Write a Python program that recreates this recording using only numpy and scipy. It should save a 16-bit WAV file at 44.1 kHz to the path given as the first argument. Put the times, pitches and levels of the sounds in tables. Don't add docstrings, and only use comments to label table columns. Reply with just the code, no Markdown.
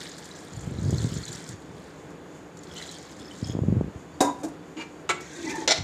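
import sys
import numpy as np
from scipy import signal
from scipy.fft import rfft, irfft
from scipy.io import wavfile

SR = 44100
rng = np.random.default_rng(int(sys.argv[2]) if len(sys.argv) > 2 else 0)


def invert_db(x):
    u = np.asarray(x, float) / 20
    return 10 ** u


def store_pcm(level_fs):
    pcm = np.round(np.clip(level_fs, -1, 1) * 32767).astype(np.int16)
    wavfile.write(sys.argv[1], SR, np.atleast_2d(pcm).T)


N = 257176
TIME_S = np.arange(N) / SR

# (time [s], level [dB])
POUR_FLOW = [
    [(0, -39.5), (0.12, -48.5), (0.77, -53), (1.0, -42.5), (1.35, -44.5), (1.53, -50), (1.57, -63.5),
     (1.85, -56.5), (2.3, -81)],
    [(2.55, -79), (2.6, -63), (2.78, -44), (2.95, -47), (3.16, -57.5), (3.2, -54.5), (3.4, -52.5),
     (3.52, -52), (3.57, -70.5)],
]
# (frequency [Hz], density [dB per Hz])
SPLASH_SPECTRUM = [(1290, -1), (2200, -5), (2570, -29), (2950, -15), (3420, 1.5), (3680, -3.5), (4130, -1),
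                   (5860, -4), (7130, 2), (10100, -16.5), (15500, -24.5)]
# (time [s], length [s], frequency [Hz], level [dB])
BUBBLE_RUNS = [(2.69, 0.084, 3300, -54), (2.755, 0.055, 3020, -48), (2.77, 0.032, 4180, -46),
               (2.775, 0.073, 1990, -48), (2.825, 0.024, 3400, -49), (2.88, .1, 3260, -55.0),
               (3.18, 0.13, 5240, -55), (3.195, 0.027, 3410, -50), (3.44, 0.099, 5190, -53),
               (3.44, 0.085, 3300, -49.5), (3.47, 0.073, 6670, -49.5)]
# (time [s], peak level [dB], frequency [Hz])
BUBBLES = [(0.1166, -31, 6770), (0.3134, -30, 3900), (0.5352, -29, 7030), (0.5651, -27, 7070),
           (0.7864, -31.5, 3950), (0.851, -30, 6500), (0.9065, -21.5, 6950), (0.9457, -27, 6500),
           (0.983, -22.5, 4230), (1.0191, -23, 7060), (1.1393, -23, 7200), (1.1867, -27, 6700),
           (1.2353, -24.5, 4300), (1.28, -25, 3960), (1.3189, -22, 7100), (1.3508, -25, 5630),
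           (1.5286, -31, 6600), (2.5907, -28.5, 7000), (2.77, -26, 3030), (2.825, -24.5, 3960),
           (2.8624, -29, 7270), (2.891, -25, 3970), (2.9243, -29, 6500), (2.965, -31, 4500),
           (3.3117, -30.5, 3020), (3.4443, -23.5, 5150)]
# (time [s], peak level [dB])
SPLATS = [(0.1835, -34.5), (0.2548, -35), (0.5282, -42), (0.634, -48), (0.8325, -42), (0.857, -44),
          (0.9066, -32), (0.9817, -33), (1.0261, -33), (1.1159, -40), (1.1393, -35), (1.2221, -41),
          (1.281, -31.5), (1.3274, -28.5), (1.476, -37), (1.4894, -31.5), (2.1051, -48), (2.571, -40.5),
          (2.634, -38.5), (2.823, -33), (2.913, -33), (3.1148, -40), (3.1966, -40.5), (3.3762, -43),
          (3.4695, -36.5), (5.207, -36), (5.493, -34), (5.5094, -33), (5.554, -32), (5.5694, -46)]
GURGLE_DB, GURGLE_SHARE, MEAN_FLOW_DB = -56.5, 0.69, -49

# (frequency [Hz], level [dB], t60 [s])
JUG_MODES = [(292.6, 2.5, 0.36), (520, -28, 2.2), (660, -20, 5.0), (763, -2.5, 0.074), (843, -11.5, 1.0),
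             (1005, -15, 0.35), (1010, -23, 0.34), (1195, -28, 0.36), (1600, -14, 0.45), (1990, -25, 0.83),
             (2245, -27, 0.25), (2580, -28, 0.3), (2760, -43, 0.58), (3690, -6, 0.34), (3827, -9.5, 0.14),
             (4900, -14, 0.12), (5110, -15, 0.14), (5600, -19, 0.092), (6320, -7, 0.027), (6860, -16, 0.22),
             (6950, -15.5, 0.28), (7350, -18, 0.2), (7203, -32, 0.38), (7250, -29, 0.1), (8040, -23, 0.24),
             (8570, -39, 0.29)]
LADLE_MODES = [(359, -11.5, 0.32), (624, -47, 5.0), (1157, -43, 0.17), (1330, -0.5, 0.21),
               (1526, -17, 0.39), (1670, -16, 0.19), (1933, -31, 0.11), (2050, -30, 0.32),
               (2025, -7.5, 0.063), (2258, -3.5, 0.16), (2685, -10, 0.18), (2920, -11, 0.072),
               (3300, -36, 0.34), (3400, -22, 0.086), (3960, -13, 0.068), (4700, -23, 0.13),
               (5340, -33, 0.16), (6930, -5, 0.033), (7450, -12, 0.12), (8200, -10, 0.051),
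               (8748, -37, 0.15), (8920, -43, 0.19)]
POT_MODES = [(316, -30, 5.0), (667, -0.5, 0.13), (1270, -41, 5.0), (1440, -12.5, 0.15), (1760, -40, 5.0),
             (2044, -7, 0.29), (2315, -7, 0.14), (2960, -28, 0.19), (3496, -10, 0.15), (3590, -7, 0.13),
             (3770, -5.5, 0.094), (4200, -6, 0.16), (4100, -21, 0.11), (4310, -7, 0.12), (4500, -21, 0.13),
             (4830, -18, 0.08), (5100, -19, 0.079), (5300, -7, 0.074), (5560, -12, 0.21), (5850, -1, 0.078),
             (6100, -33, 5.0), (6300, -22, 0.18), (6368, -32, 0.4), (6471, -23, 0.23), (6600, -18, 0.12),
             (6900, -11, 0.08), (7220, -5, 0.079), (7500, -16, 0.15)]
BOWL_MODES = [(312, -13, 0.092), (918, -10, 5.0), (1634, -20, 5.0), (1990, -15.5, 0.99), (2353, -7, 0.43),
              (2557, -13, 0.19), (2840, -6, 0.08), (3480, -23, 5.0), (4130, -15, 0.16), (4610, -13, 0.12),
              (5300, -23, 0.34), (6891, -10, 0.16)]
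# (frequency [Hz], density [dB per Hz])
JUG_CLATTER = [(120, -54), (200, -42), (288, -7), (366, -7), (746, -4), (912, -15.5), (3050, -34),
               (3660, -32), (7070, -19.5), (12900, -38.5), (15800, -47)]
LADLE_CLATTER = [(120, -50), (200, -34), (379, -6), (863, -9), (1310, -8), (1830, -12), (2150, -5.5),
                 (4010, -17), (4390, -18.5), (7070, -19.5), (15800, -51)]
POT_CLATTER = [(120, -52), (200, -25), (464, -23), (668, -13.5), (1220, -26), (1470, -20.5), (3100, -22.5),
               (4240, -15), (7330, -27), (13200, -55.5), (15800, -79)]
# (time [s], length [s], first level [dB], last level [dB], clatter level [dB])
JUG_TOUCHES = [
    (4.205, 0.0063, -21, -15.5, -20),
    (4.243, 0.0061, -41, -24, -47),
]
JUG_ROCKING = [
    (4.385, 0.029, -41, -36, -55),
    (4.433, 0.021, -29, -33.5, -32.5),
    (4.483, 0.0042, -41, -42, -44),
]
BOWL_TOUCHES = [
    (4.768, 0.056, -38, -31.5, -47.5),
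    (5.206, .03, -56, -64, -56),
]
LADLE_TOUCHES = [
    (5.091, 0.023, -20, -22, -24),
]
POT_TOUCHES = [
    (5.676, 0.017, -15, -26.5, -15.5),
    (5.692, 0.018, -23.5, -17.5, -31.5),
    (5.708, 0.0182, -20.5, -19, -22),
    (5.73, 0.056, -37.5, -34.5, -38.5),
]

# (time [s], length [s], frequency [Hz], level [dB])
WALL_SONG = [(4.76, .04, 306, -34.5), (5.36, 0.097, 344, -40), (5.435, 0.111, 314, -34),
             (5.55, 0.16, 340, -36), (5.45, 0.21, 885, -39.5), (5.455, 0.03, 2000, -37.5),
             (5.505, 0.09, 1770, -40.5), (5.485, 0.045, 2350, -40.5), (5.39, 0.089, 3500, -54),
             (5.5, .04, 380, -38)]
# (time [s], length [s], frequency [Hz], level [dB])
JUG_SONG = [(4.232, 0.074, 991, -27.5), (4.205, .11, 293, -29.5), (4.43, 0.0342, 293, -29)]
# (time [s], level [dB])
STIR_LEVEL = [(5.196, -72), (5.204, -51.5), (5.476, -42.5), (5.51, -36), (5.535, -45), (5.62, -43.5),
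              (5.665, -50)]
# (frequency [Hz], density [dB per Hz])
SLOSH_SPECTRUM = [(1470, 0.5), (2500, -5.5), (3000, -16), (3340, -3), (3920, -3.5), (4820, -8), (6690, 0),
                  (9290, -16), (15500, -34)]

# (time [s], peak level [dB], rise [ms])
EDDIES = [(0.674, -19, .76), (0.708, -20, 0.7), (0.782, -14, 0.8), (0.852, -17.5, 0.61), (0.892, -13, 0.6),
          (0.925, -11.5, 0.51), (1.041, -13.5, 0.67), (1.065, -17, 0.88), (1.117, -19, 0.87),
          (1.162, -16, 0.82), (3.423, -12.5, 0.76), (3.493, -16, 0.61), (3.547, -11, 0.55),
          (3.565, -19.5, 0.37), (3.586, -10.5, 0.45), (3.632, -10.5, 0.54), (3.68, -4.5, 0.81),
          (3.721, -5, 0.74), (3.764, -24, .4), (3.807, -7.5, 0.44), (3.839, -14, 0.81),
          (3.878, -19.5, 0.56), (3.953, -17.5, 1.7)]
# (start [s], peak [s], end [s], rumble level [dB])
GUSTS = [(0.519, 0.94, 1.225, -18.5), (1.23, 1.31, 1.39, -32.5), (1.472, 1.528, 1.556, -27),
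         (1.63, 1.7, 1.8, -38.5), (3.422, 3.73, 3.89, -16.5), (5.78, 5.787, 6.04, -28.5)]
SWELL_DB, SINK_DB, GUST_EDGE_S = 15.5, 10.5, 0.014

# (frequency [Hz], density [dB per Hz])
SIMMER_SPECTRUM = [(29, -42), (50, -2), (81, 0), (122, -26), (163, -0.5), (222, -17), (263, -9.5),
                   (503, -9.5), (541, -14), (795, -16.5), (987, -18.5), (1090, -18.5), (1320, -22),
                   (1520, -22), (15700, -55.5)]
SIMMER_DB = -44
# (frequency
# [Hz], width [Hz], level [dB])
STEADY_HUMS = [(172, 120, -53.5), (299.3, 24.5, -53.5), (3480, 12, -74.5), (4600, 13, -76.0),
               (6890, 720, -65)]

KITCHEN_T60_S, KITCHEN_DB = 0.36, -12
BASS_CUT_HZ, TOP_HZ = 105, 15750


def rms_one(x):
    return x / np.sqrt(np.mean(x ** 2) + 1e-20)


def drift(rate_hz):
    r = np.exp(-80 * np.pi * rate_hz / SR)
    noise = rng.standard_normal(N // 40 + 2002)
    slow = signal.lfilter([1], [1, -2 * r, r * r], noise)[2000:]
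    return np.interp(np.arange(N) / 40, np.arange(len(slow)), rms_one(slow))


def colour(x, spectrum):
    hz, db = np.transpose(spectrum)
    log_hz = np.log(np.arange(len(x) // 2 + 1) * SR / len(x) + 1)
    gain = invert_db(np.interp(log_hz, np.log(hz), db, left=-90, right=-90))
    return rms_one(irfft(rfft(x) * gain, len(x)))


def ring(clicks, hz, t60_s):
    r, w = invert_db(-60 / (t60_s * SR)), 2 * np.pi * hz / SR
    return signal.lfilter([0, np.sin(w)], [1, -2 * r * np.cos(w), r * r], clicks + 1e-18)


def grains(per_s, spread_db, size=N):
    heights = invert_db(spread_db * np.minimum(rng.exponential(1, size), 4))
    heights = heights * rng.choice([-1, 1], size)
    return heights * (rng.random(size) < per_s / SR)


def spells(rows, per_s, width_hz):
    out = np.zeros(N)
    for start_s, length_s, hz, db in rows:
        swell = np.sin(np.pi * np.clip((TIME_S - start_s) / length_s, 0, 1)) ** 0.5
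        sung = swell * ring(grains(per_s, 3.4), hz, 2.75 / max(width_hz, 5))
        out += invert_db(db - 2.0) * rms_one(sung) * np.sqrt(length_s * SR / N)
    return out


def stream():
    flow_s, flow_db = np.transpose([row for pour in POUR_FLOW for row in pour])
    flow_db = np.interp(TIME_S, flow_s, flow_db)
    fizz = swarm(450.0, 3030, 8900, cycles=33.0)
    splash = spray(220.0, SPLASH_SPECTRUM, smooth=0.24) + invert_db(-2.5) * fizz
    gurgle_db = GURGLE_DB + GURGLE_SHARE * (flow_db - MEAN_FLOW_DB)
    gurgle = invert_db(gurgle_db) * swarm(500.0, 1310, 2330, cycles=31.0)
    wet = invert_db(flow_db - 3.0) * splash + gurgle
    pouring = TIME_S < POUR_FLOW[-1][-1][0]
    return wet * pouring + spells(BUBBLE_RUNS, per_s=140.0, width_hz=150.0)


def puffs(per_s):
    burst = np.exp(-np.arange(600) / (0.002 * SR))
    drops = np.abs(grains(per_s * invert_db(3.7 * drift(15)), 5.7))
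    return rms_one(signal.fftconvolve(drops, burst)[:N])


def spray(per_s, spectrum, smooth):
    wide = puffs(0.34 * per_s)
    out = np.zeros(N)
    edges_hz = np.geomspace(1500, 16000, 8)
    for low_hz, high_hz in zip(edges_hz, edges_hz[1:]):
        band_pass = signal.butter(2, [low_hz, high_hz], "band", fs=SR, output="sos")
        band = signal.sosfilt(band_pass, rng.standard_normal(N))
        out += band * (smooth + 0.12 * wide + 0.54 * puffs(0.6 * per_s))
    return colour(out, spectrum)


def swarm(per_s, low_hz, high_hz, cycles):
    out = np.zeros(N)
    for hz in np.geomspace(low_hz, high_hz, 20):
        clicks = grains(per_s / 20 * invert_db(7.6 * drift(8)), 2.07)
        out += ring(clicks, hz, cycles / hz)
    return rms_one(out)


def bubbles():
    out, t = np.zeros(N), np.arange(1500) / SR
    for start_s, db, hz in BUBBLES:
        i = round(start_s * SR)
        fall = invert_db(db - 6.0 - 60 * t * hz / 103.0)
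        attack = np.minimum(t / 0.00043, 1)
        out[i:i + len(t)] += fall * attack * np.sin(2 * np.pi * hz * t * (1 + 1.0 * t))
    return out


def splats():
    hits = np.zeros(N)
    hits[[round(s * SR) for s, db in SPLATS]] = invert_db(np.array(SPLATS)[:, 1] - 7.5)
    envelope = signal.fftconvolve(hits, np.exp(-np.arange(900) / (0.0096 * SR)))[:N]
    high_pass = signal.butter(2, 4500, "high", fs=SR, output="sos")
    bright = signal.sosfilt(high_pass, colour(rng.standard_normal(N), SPLASH_SPECTRUM))
    return envelope * rms_one(bright)


def blows():
    out = strike(JUG_TOUCHES, JUG_MODES, JUG_CLATTER, soft_hz=15000, longest_s=0.28, damp_db=2.0, t60_s=0.19)
    out += strike(JUG_ROCKING, JUG_MODES, JUG_CLATTER, soft_hz=500, longest_s=0.17, damp_db=2.1, t60_s=0.16)
    out += strike(BOWL_TOUCHES, BOWL_MODES, LADLE_CLATTER, soft_hz=15000, longest_s=0.27, damp_db=1.0, t60_s=0.14)
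    out += strike(LADLE_TOUCHES, LADLE_MODES, LADLE_CLATTER, soft_hz=15000, longest_s=0.29, damp_db=7.5, t60_s=0.14)
    out += strike(POT_TOUCHES, POT_MODES, POT_CLATTER, soft_hz=15000, longest_s=0.13, damp_db=12.5, t60_s=0.26)
    return out


def strike(touches, modes, clatter, soft_hz, longest_s, damp_db, t60_s):
    out = np.zeros(N)
    soft = signal.butter(1, min(soft_hz, 20000), fs=SR)
    for start_s, length_s, first_db, last_db, clatter_db in touches:
        i = round(start_s * SR)
        t = np.arange(min(N - i, SR // 2)) / SR
        late_s = np.maximum(t - length_s, 0)
        swell_db = (last_db - first_db) * np.clip(t / max(length_s, 0.001), 0, 1)
        chatter = grains(900, 2.55, size=len(t)) * (t < length_s) / np.sqrt(1 + 1800 * length_s)
        chatter[20] = 0.47
        chatter = signal.lfilter(*soft, chatter * invert_db(first_db + swell_db))
        rings = mode_rings(chatter, modes, longest_s)
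        haze = clatter_haze(clatter, late_s / max(t60_s, 0.01))
        haze *= invert_db(clatter_db + swell_db) * np.minimum(t / 0.0012, 1)
        damping = invert_db(-damp_db * (1 - np.exp(-late_s / 0.005)))
        out[i:i + len(t)] += (rings + haze) * damping
    return out


def mode_rings(chatter, modes, longest_s):
    out = np.zeros(len(chatter))
    for (hz, db, mode_t60_s), (u, split) in zip(modes, rng.normal(0, 1, (len(modes), 2))):
        decay_s = np.clip(mode_t60_s, 0.02, longest_s)
        pair = ring(chatter, hz, decay_s) + ring(chatter, hz * (1 + 0.007 * split), decay_s)
        out += invert_db(db + 1.3 * u - 4.5) * np.sign(u) * pair
    return out


def clatter_haze(clatter, after):
    haze = colour(rng.standard_normal(len(after)), clatter)
    lows = signal.sosfiltfilt(signal.butter(2, 2500, fs=SR, output="sos"), haze)
    return (lows + (haze - lows) * invert_db(-35.0 * after)) * invert_db(-60 * after)


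def stirring():
    fizz = colour(swarm(400.0, 1597, 8000, cycles=130.0), SLOSH_SPECTRUM)
    slosh = 0.78 * spray(200.0, SLOSH_SPECTRUM, smooth=0.9) + invert_db(-3.0) * fizz
    stir_s, stir_db = np.transpose(STIR_LEVEL)
    slosh = slosh * invert_db(np.interp(TIME_S, stir_s, stir_db, left=-140, right=-140))
    wall = spells(WALL_SONG, per_s=900.0, width_hz=33.0)
    jug = spells(JUG_SONG, per_s=1200.0, width_hz=9.9)
    return wall + jug + slosh


def draughts():
    soft = signal.butter(4, 330, fs=SR, output="sos")
    pushes = signal.sosfilt(soft, grains(150, 3.16) + 0.048 * rng.standard_normal(N))
    lumps = rms_one(ring(pushes, 101, 0.017)) + 0.43 * rms_one(pushes)
    eddies, t = np.zeros(N), np.arange(2000) / SR
    for start_s, db, rise_ms in EDDIES:
        i = round((start_s + 0.00353) * SR)
        turn = 1000 * t / np.clip(rise_ms, 0.25, 3)
        eddies[i:i + len(t)] -= invert_db(db + 2.5) * turn ** 3 * np.exp(-turn) * (1 - turn / 4.3)
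    return lumps * invert_db(-1.5) * gusts() + eddies


def gusts():
    gain = np.zeros(N)
    for start_s, peak_s, end_s, db in GUSTS:
        corners_s = [start_s - GUST_EDGE_S, start_s, peak_s, end_s, end_s + GUST_EDGE_S]
        shape_db = np.interp(TIME_S, corners_s, [-40, -SWELL_DB, 0, -SINK_DB, -40], left=-99, right=-99)
        gain += invert_db(db + shape_db)
    return gain


def simmer():
    out = invert_db(SIMMER_DB + 0.61 * drift(4)) * colour(rng.standard_normal(N), SIMMER_SPECTRUM)
    for hz, width_hz, db in STEADY_HUMS:
        hum = rms_one(ring(rng.standard_normal(N), hz, 2.44 / width_hz))
        out += hum * invert_db(db + 2.0 * drift(6.0))
    return out


def kitchen(x):
    t = np.arange(SR // 2) / SR
    tail = rng.standard_normal(len(t)) * invert_db(-60 * t / KITCHEN_T60_S) * (t > 0.006)
    tail = signal.lfilter([1], [1, -0.5], tail)
    return invert_db(KITCHEN_DB) * signal.fftconvolve(x, tail / np.linalg.norm(tail))[:N]


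def scene():
    near = stream() + bubbles() + splats() + blows() + stirring()
    return (near + draughts() + simmer() + kitchen(near))[None]


def band_limit(x):
    return signal.sosfilt(signal.butter(12, 16300, fs=SR, output="sos"), x)


def record(dry):
    bass_cut = signal.butter(3, BASS_CUT_HZ, "high", fs=SR, output="sos")
    top_cut = signal.cheby2(12, 50, TOP_HZ, fs=SR, output="sos")
    mix = signal.sosfilt(top_cut, signal.sosfilt(bass_cut, dry))
    return band_limit(mix)


dry = scene()
out = record(dry)
store_pcm(out)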